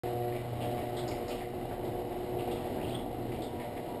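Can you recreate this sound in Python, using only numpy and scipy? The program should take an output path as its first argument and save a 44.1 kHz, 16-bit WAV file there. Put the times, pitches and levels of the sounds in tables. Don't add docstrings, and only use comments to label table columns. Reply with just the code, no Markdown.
import sys
import numpy as np
from scipy import signal
from scipy.fft import rfft, irfft
from scipy.io import wavfile

SR = 44100
rng = np.random.default_rng(int(sys.argv[2]) if len(sys.argv) > 2 else 0)


def unload_audio(sound):
    columns = np.transpose(np.atleast_2d(sound))
    steps = np.round(np.clip(columns, -1, 1) * 32767)
    wavfile.write(sys.argv[1], SR, steps.astype(np.int16))


N = 176400
T = np.arange(N) / SR

HUM_HZ = 120.1
# t/s, level/dB
FIRST_HARMONIC = [(0, -36.5), (.3, -35.5), (.42, -38), (.6, -33), (.82, -42), (1.0, -39), (1.1, -47),
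                  (1.4, -48.5), (1.9, -46.5), (2.2, -49), (2.42, -38), (2.7, -59), (2.94, -34), (3.05, -55),
                  (3.2, -38), (3.6, -47), (4, -60)]
SECOND_HARMONIC = [(0, -56), (.5, -52.5), (.75, -46), (1.3, -50.5), (2.3, -54), (2.9, -49), (3.5, -48),
                   (4, -51)]
FOURTH_HARMONIC = [(0, -41.5), (.3, -42), (.42, -51), (.58, -52), (.68, -42), (.82, -48), (1.1, -51.5),
                   (1.27, -42), (1.62, -50), (2.03, -43.5), (2.22, -51.5), (2.4, -43.5), (2.62, -45.5),
                   (2.9, -50), (3.28, -48), (3.5, -49.5), (4, -49)]
# t/s, level/dB
LEVEL_NEAR_360_HZ = [(0, -40), (.35, -37.5), (.42, -43.5), (.55, -74), (.7, -41.5), (.88, -42), (.98, -39),
                     (1.15, -43.5), (1.36, -46), (1.44, -44.5), (1.58, -39.5), (1.68, -52), (1.85, -41.5),
                     (2.45, -40.5), (2.7, -42), (2.8, -46), (2.92, -40.5), (3.05, -53), (3.3, -44),
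                     (3.6, -63), (4, -44)]
# t/s, level/dB
UPPER_LEVEL = [(0, -42.5), (.27, -39.5), (.42, -51), (.56, -49), (.64, -42), (.8, -42), (1.05, -47),
               (1.25, -47), (1.75, -50.5), (2, -48), (2.25, -52.5), (2.5, -44), (2.75, -59), (3.3, -53),
               (4, -50.5)]
# multiple of the hum's pitch, added level/dB, random wander/dB
UPPER_HARMONICS = [(5, -6.5, 6), (6, 0, 0)]

def motor():
    tones = [(1, in_time(FIRST_HARMONIC)[0] - 4.5),
             (2, in_time(SECOND_HARMONIC)[0]),
             (3, in_time(LEVEL_NEAR_360_HZ)[0] + drift(31)),
             (4, in_time(FOURTH_HARMONIC)[0])]
    upper_db = in_time(UPPER_LEVEL)[0]
    for multiple, db, wander_db in UPPER_HARMONICS:
        tones.append((round(multiple), upper_db + db + wander_db * np.tanh(drift(1.4))))
    shaft = 1 + 0.084 * tone(hz=28.74, waver=1.0)
    return shaft * sum(from_db(db) * tone(multiple * HUM_HZ, waver=0.3) for multiple, db in tones)


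# t/s, rumble level/dB, drone level/dB
PANEL_LEVELS = [(0, -45.5, -45.5), (.3, -49, -48), (.52, -47, -46.5), (.65, -43, -44.5), (.82, -45, -45.5),
                (1.1, -43.5, -43.5), (1.5, -46, -47), (1.75, -43.5, -44), (2.2, -44.5, -43.5),
                (2.6, -43.5, -44.5), (2.95, -41.5, -41), (3.15, -44, -46), (3.35, -42.5, -45.5),
                (3.7, -44.5, -46), (4, -45.5, -44.5)]
# f/Hz, level/dB
RUMBLE_COLOUR = [(30, -29), (45, -7.5), (62, -1.5), (78, 2), (105, 6), (150, 0), (200, -1), (270, 4),
                 (350, 5.5), (410, 1.5), (470, -2), (700, -49)]
DRONE_COLOUR = [(300, -24.5), (430, -8.5), (500, -7), (545, -2), (660, 1.5), (750, 1.5), (850, -4.5),
                (1000, -15.5), (1300, -43.5), (2000, -48.5)]
# t/s, level/dB
SHUDDER_LEVEL = [(0, -60), (.7, -59), (1.1, -52.5), (2.3, -53), (3.3, -52), (4, -68)]

def panels():
    rumble_db, drone_db = in_time(PANEL_LEVELS)
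    bumps = rms_one(clicks(per_s=700, spread_db=2.2) + rng.standard_normal(N))
    bumps *= from_db(1.1 * drift(5.1))
    shudder = from_db(in_time(SHUDDER_LEVEL)[0] + 2 * drift(15)) * tone(hz=34.8, waver=1.0)
    rumble = from_db(rumble_db + 3) * body(bumps, RUMBLE_COLOUR)
    drone = from_db(drone_db + 0.5) * body(bumps, DRONE_COLOUR)
    return rumble + drone + shudder


# t/s, length/s, level/dB, f/Hz, knock against clatter/dB
LOOSE_PARTS = [ (.322, .012, -49, 2000, -3), (.347, .018, -44, 2150, 2), (.604, .045, -44, 2650, 6),
               (.965, .035, -42.5, 3400, -2), (1.075, .02, -41.5, 4600, -3), (1.112, .016, -43, 2200, -2),
               (1.278, .02, -44.5, 4200, -2), (1.304, .03, -41.5, 2550, 4), (1.406, .024, -46, 1950, 1),
               (2.509, .016, -43.5, 2950, -3), (3.221, .003, -50, 3700, -6), (3.319, .012, -47.5, 2100, 2),
               (3.344, .018, -51, 2700, 0), (3.418, .026, -46, 3350, -3), (3.595, .025, -47, 1950, -1),
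               (3.766, .014, -44, 1950, -3), (0.779, 0.048, -51, 2080, 11), (1.709, 0.023, -51, 1480, 12.5),
               (1.85, 0.013, -53, 3500, 6), (2.11, 0.022, -51.5, 2000, -7), (2.387, 0.023, -47, 2550, -10),
               (2.471, 0.031, -50, 2240, 8), (2.57, .012, -51, 2880, -3), (2.654, 0.022, -53, 2820, 13),
               (2.777, 0.02, -53, 1680, -1), (2.835, 0.04, -52, 2830, -2), (2.882, 0.042, -49.5, 3300, 0.5),
               (3.634, 0.022, -58.5, 1940, 22.5)]

def rattles():
    hits = clicks(per_s=310, spread_db=2) + rng.standard_normal(N)
    clatter = steel(hits)
    knock = rms_one(body(hits, DRONE_COLOUR) + from_db(-4) * body(hits, RUMBLE_COLOUR))
    out = 0
    for start, length, db, hz, knock_db in LOOSE_PARTS:
        age = np.maximum(T - start, 0)
        first_blow_db = 3 * np.exp(-age / .008)
        level_db = db + first_blow_db - 60 * age
        flurry = burst(start, length, attack_s=.003, release_s=.005) * from_db(level_db)
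        band = signal.butter(2, [hz / 1.19, hz * 1.19], "band", fs=SR, output="sos")
        part_ring = from_db(-1) * rms_one(signal.sosfilt(band, hits))
        out += flurry * (rms_one(clatter + part_ring) + from_db(knock_db) * knock)
    return garage(out)


# t/s, f/Hz, level/dB
SCRAPE_PATH = [(2.78, 2150, -70), (2.815, 2400, -50), (2.86, 2650, -53), (2.9, 2900, -52),
               (2.93, 3100, -54), (2.96, 3300, -56), (3.02, 3350, -61), (3.06, 3350, -80)]
# t/s, length/s, level/dB
SQUEAK_TIMES = [(2.942, 0.014, -40.5), (2.972, 0.023, -51.5)]
# f/Hz, level/dB
SQUEAK_TONES = [(3160, -9.5), (3298, 0), (3342, -3), (3440, -3), (3524, -6)]

def dry_roller():
    slips_per_s, jump_hz, width_hz = 43, 380, 220
    scrape_hz, scrape_db = in_time(SCRAPE_PATH)
    phase = 2 * np.pi * np.cumsum(scrape_hz + jump_hz * np.tanh(drift(slips_per_s))) / SR
    slips = from_db(6 * tone(slips_per_s, waver=2.9))
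    pitched_noise = drift(width_hz) * np.sin(phase) + drift(width_hz) * np.cos(phase)
    scrape = from_db(scrape_db) * rms_one(slips * pitched_noise)
    rub = sum(from_db(db) * burst(start, length, attack_s=.0072, release_s=.0041)
              for start, length, db in SQUEAK_TIMES)
    squeak = sum(from_db(db) * tone(hz, waver=2.8) * from_db(6.9 * np.clip(drift(110), -2, 2))
                 for hz, db in SQUEAK_TONES)
    friction = scrape + rub * rms_one(squeak)
    return .5 * (garage(friction) + friction)


# t/s, level/dB
CHATTER_LEVEL = [(0, -46.5), (.3, -49.5), (.55, -50.5), (.7, -47.5), (1.35, -48), (1.52, -51.5), (2.3, -50),
                 (2.5, -48.5), (2.9, -49.5), (3.1, -52.5), (3.6, -50.5), (4, -52)]

def chatter():
    hiss = rng.standard_normal(N) * (1 + 0.084 * tone(HUM_HZ, waver=1.0))
    ticks = garage(clicks(per_s=600, spread_db=2.5) * from_db(1.3 * drift(40)))
    return from_db(in_time(CHATTER_LEVEL)[0]) * steel(ticks + from_db(-3) * hiss)


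# f/Hz, level/dB
CLACK_COLOUR = [(600, 15), (1000, 10.5), (1400, 6.5), (1800, 4), (1970, 6), (2300, 5.5), (2900, -0.5),
                (3600, 1.5), (4400, -4), (5400, -10)]
# f/Hz, level/dB, time to fade by 60 dB/s
TRACK_TONES = [(1160, -8, 0.71), (1970, -6, 0.04), (2050, 8, 0.03), (2850, 8, 0.015), (2970, 12, 0.013),
               (4080, -4, 0.024)]

def steel(hits):
    t = T[:SR // 4]
    ring = sum(from_db(db - 60 * t / fade_s) * np.sin(2 * np.pi * hz * t)
               for hz, db, fade_s in TRACK_TONES)
    return body(hits, CLACK_COLOUR) + from_db(-13) * rms_one(signal.fftconvolve(hits, ring)[:N])


# t/s, level/dB
SINGING_LEVEL = [(3.1, -88), (3.22, -57.5), (3.4, -69), (3.62, -49.5), (3.78, -71), (3.9, -52.5), (4, -52)]

def singing_track():
    level_db = in_time(SINGING_LEVEL)[0] + 3.2 * np.tanh(drift(25))
    return from_db(level_db) * tone(hz=957, waver=2.1)


def garage(x):
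    t = T[:SR // 2]
    fade_s, echo_gain = 0.37, from_db(1.5)
    tail = rng.standard_normal(len(t)) * from_db(-60 * t / fade_s) * (t > .003)
    echoes = signal.fftconvolve(x, tail / np.linalg.norm(tail))[:N]
    return (x + echo_gain * echoes) / np.hypot(1, echo_gain)


def body(x, colour):
    hz, db = np.transpose(colour)
    grid_hz = np.maximum(np.fft.rfftfreq(N, 1 / SR), 1)
    gains = from_db(np.interp(np.log(grid_hz), np.log(hz), db))
    cepstrum = irfft(np.log(gains), N)
    cepstrum[1:N // 2] *= 2
    cepstrum[N // 2 + 1:] = 0
    one_tap = irfft(np.exp(rfft(cepstrum)), N)[:N // 8]
    return rms_one(irfft(rfft(x, 2 * N) * rfft(one_tap, 2 * N))[:N])


def clicks(per_s, spread_db):
    sizes = from_db(spread_db * np.clip(rng.standard_normal(N), -2, 2)) * rng.choice([-1, 1], N)
    return rms_one(sizes * (rng.random(N) < per_s / SR))


def tone(hz, waver):
    return np.sqrt(2) * np.sin(2 * np.pi * (hz * T + rng.random()) + waver * drift(3.8))


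def drift(rate_hz):
    step, warm_up = 40, 2000
    pole = np.exp(-2 * np.pi * step * rate_hz / SR)
    noise = rng.standard_normal(N // step + warm_up + 2)
    slow = signal.lfilter([1], [1, -2 * pole, pole * pole], noise)[warm_up:]
    return np.interp(np.arange(N) / step, np.arange(len(slow)), rms_one(slow))


def burst(start, length, attack_s, release_s):
    rise = np.clip((T - start) / attack_s, 0, 1)
    return rise * np.exp(-np.maximum(T - start - length, 0) / release_s)


def in_time(rows):
    times, *columns = np.transpose(rows)
    return [np.interp(T, times, column) for column in columns]


def from_db(db):
    return 10 ** (np.asarray(db) / 20)


def rms_one(x):
    return x / np.sqrt(np.mean(x ** 2) + 1e-20)


def scene():
    return (motor() + panels() + chatter() + rattles() + dry_roller() + singing_track())[None]


def record(dry):
    start_s, hold_hz = .035, 12000
    input_filter = signal.ellip(8, .5, 70, 5450, fs=SR, output="sos")
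    mirror_filter = signal.butter(1, 4850, fs=SR, output="sos")
    top_filter = signal.ellip(10, .2, 80, 15100, fs=SR, output="sos")
    dulled = signal.sosfilt(input_filter, dry * (T > start_s))
    steps = np.gradient(dulled, axis=-1) * 2 * np.sin(2 * np.pi * hold_hz * T)
    mirror = from_db(5.5) * signal.sosfilt(mirror_filter, steps)
    return signal.sosfilt(top_filter, dulled + mirror)


dry = scene()
out = record(dry)
unload_audio(out)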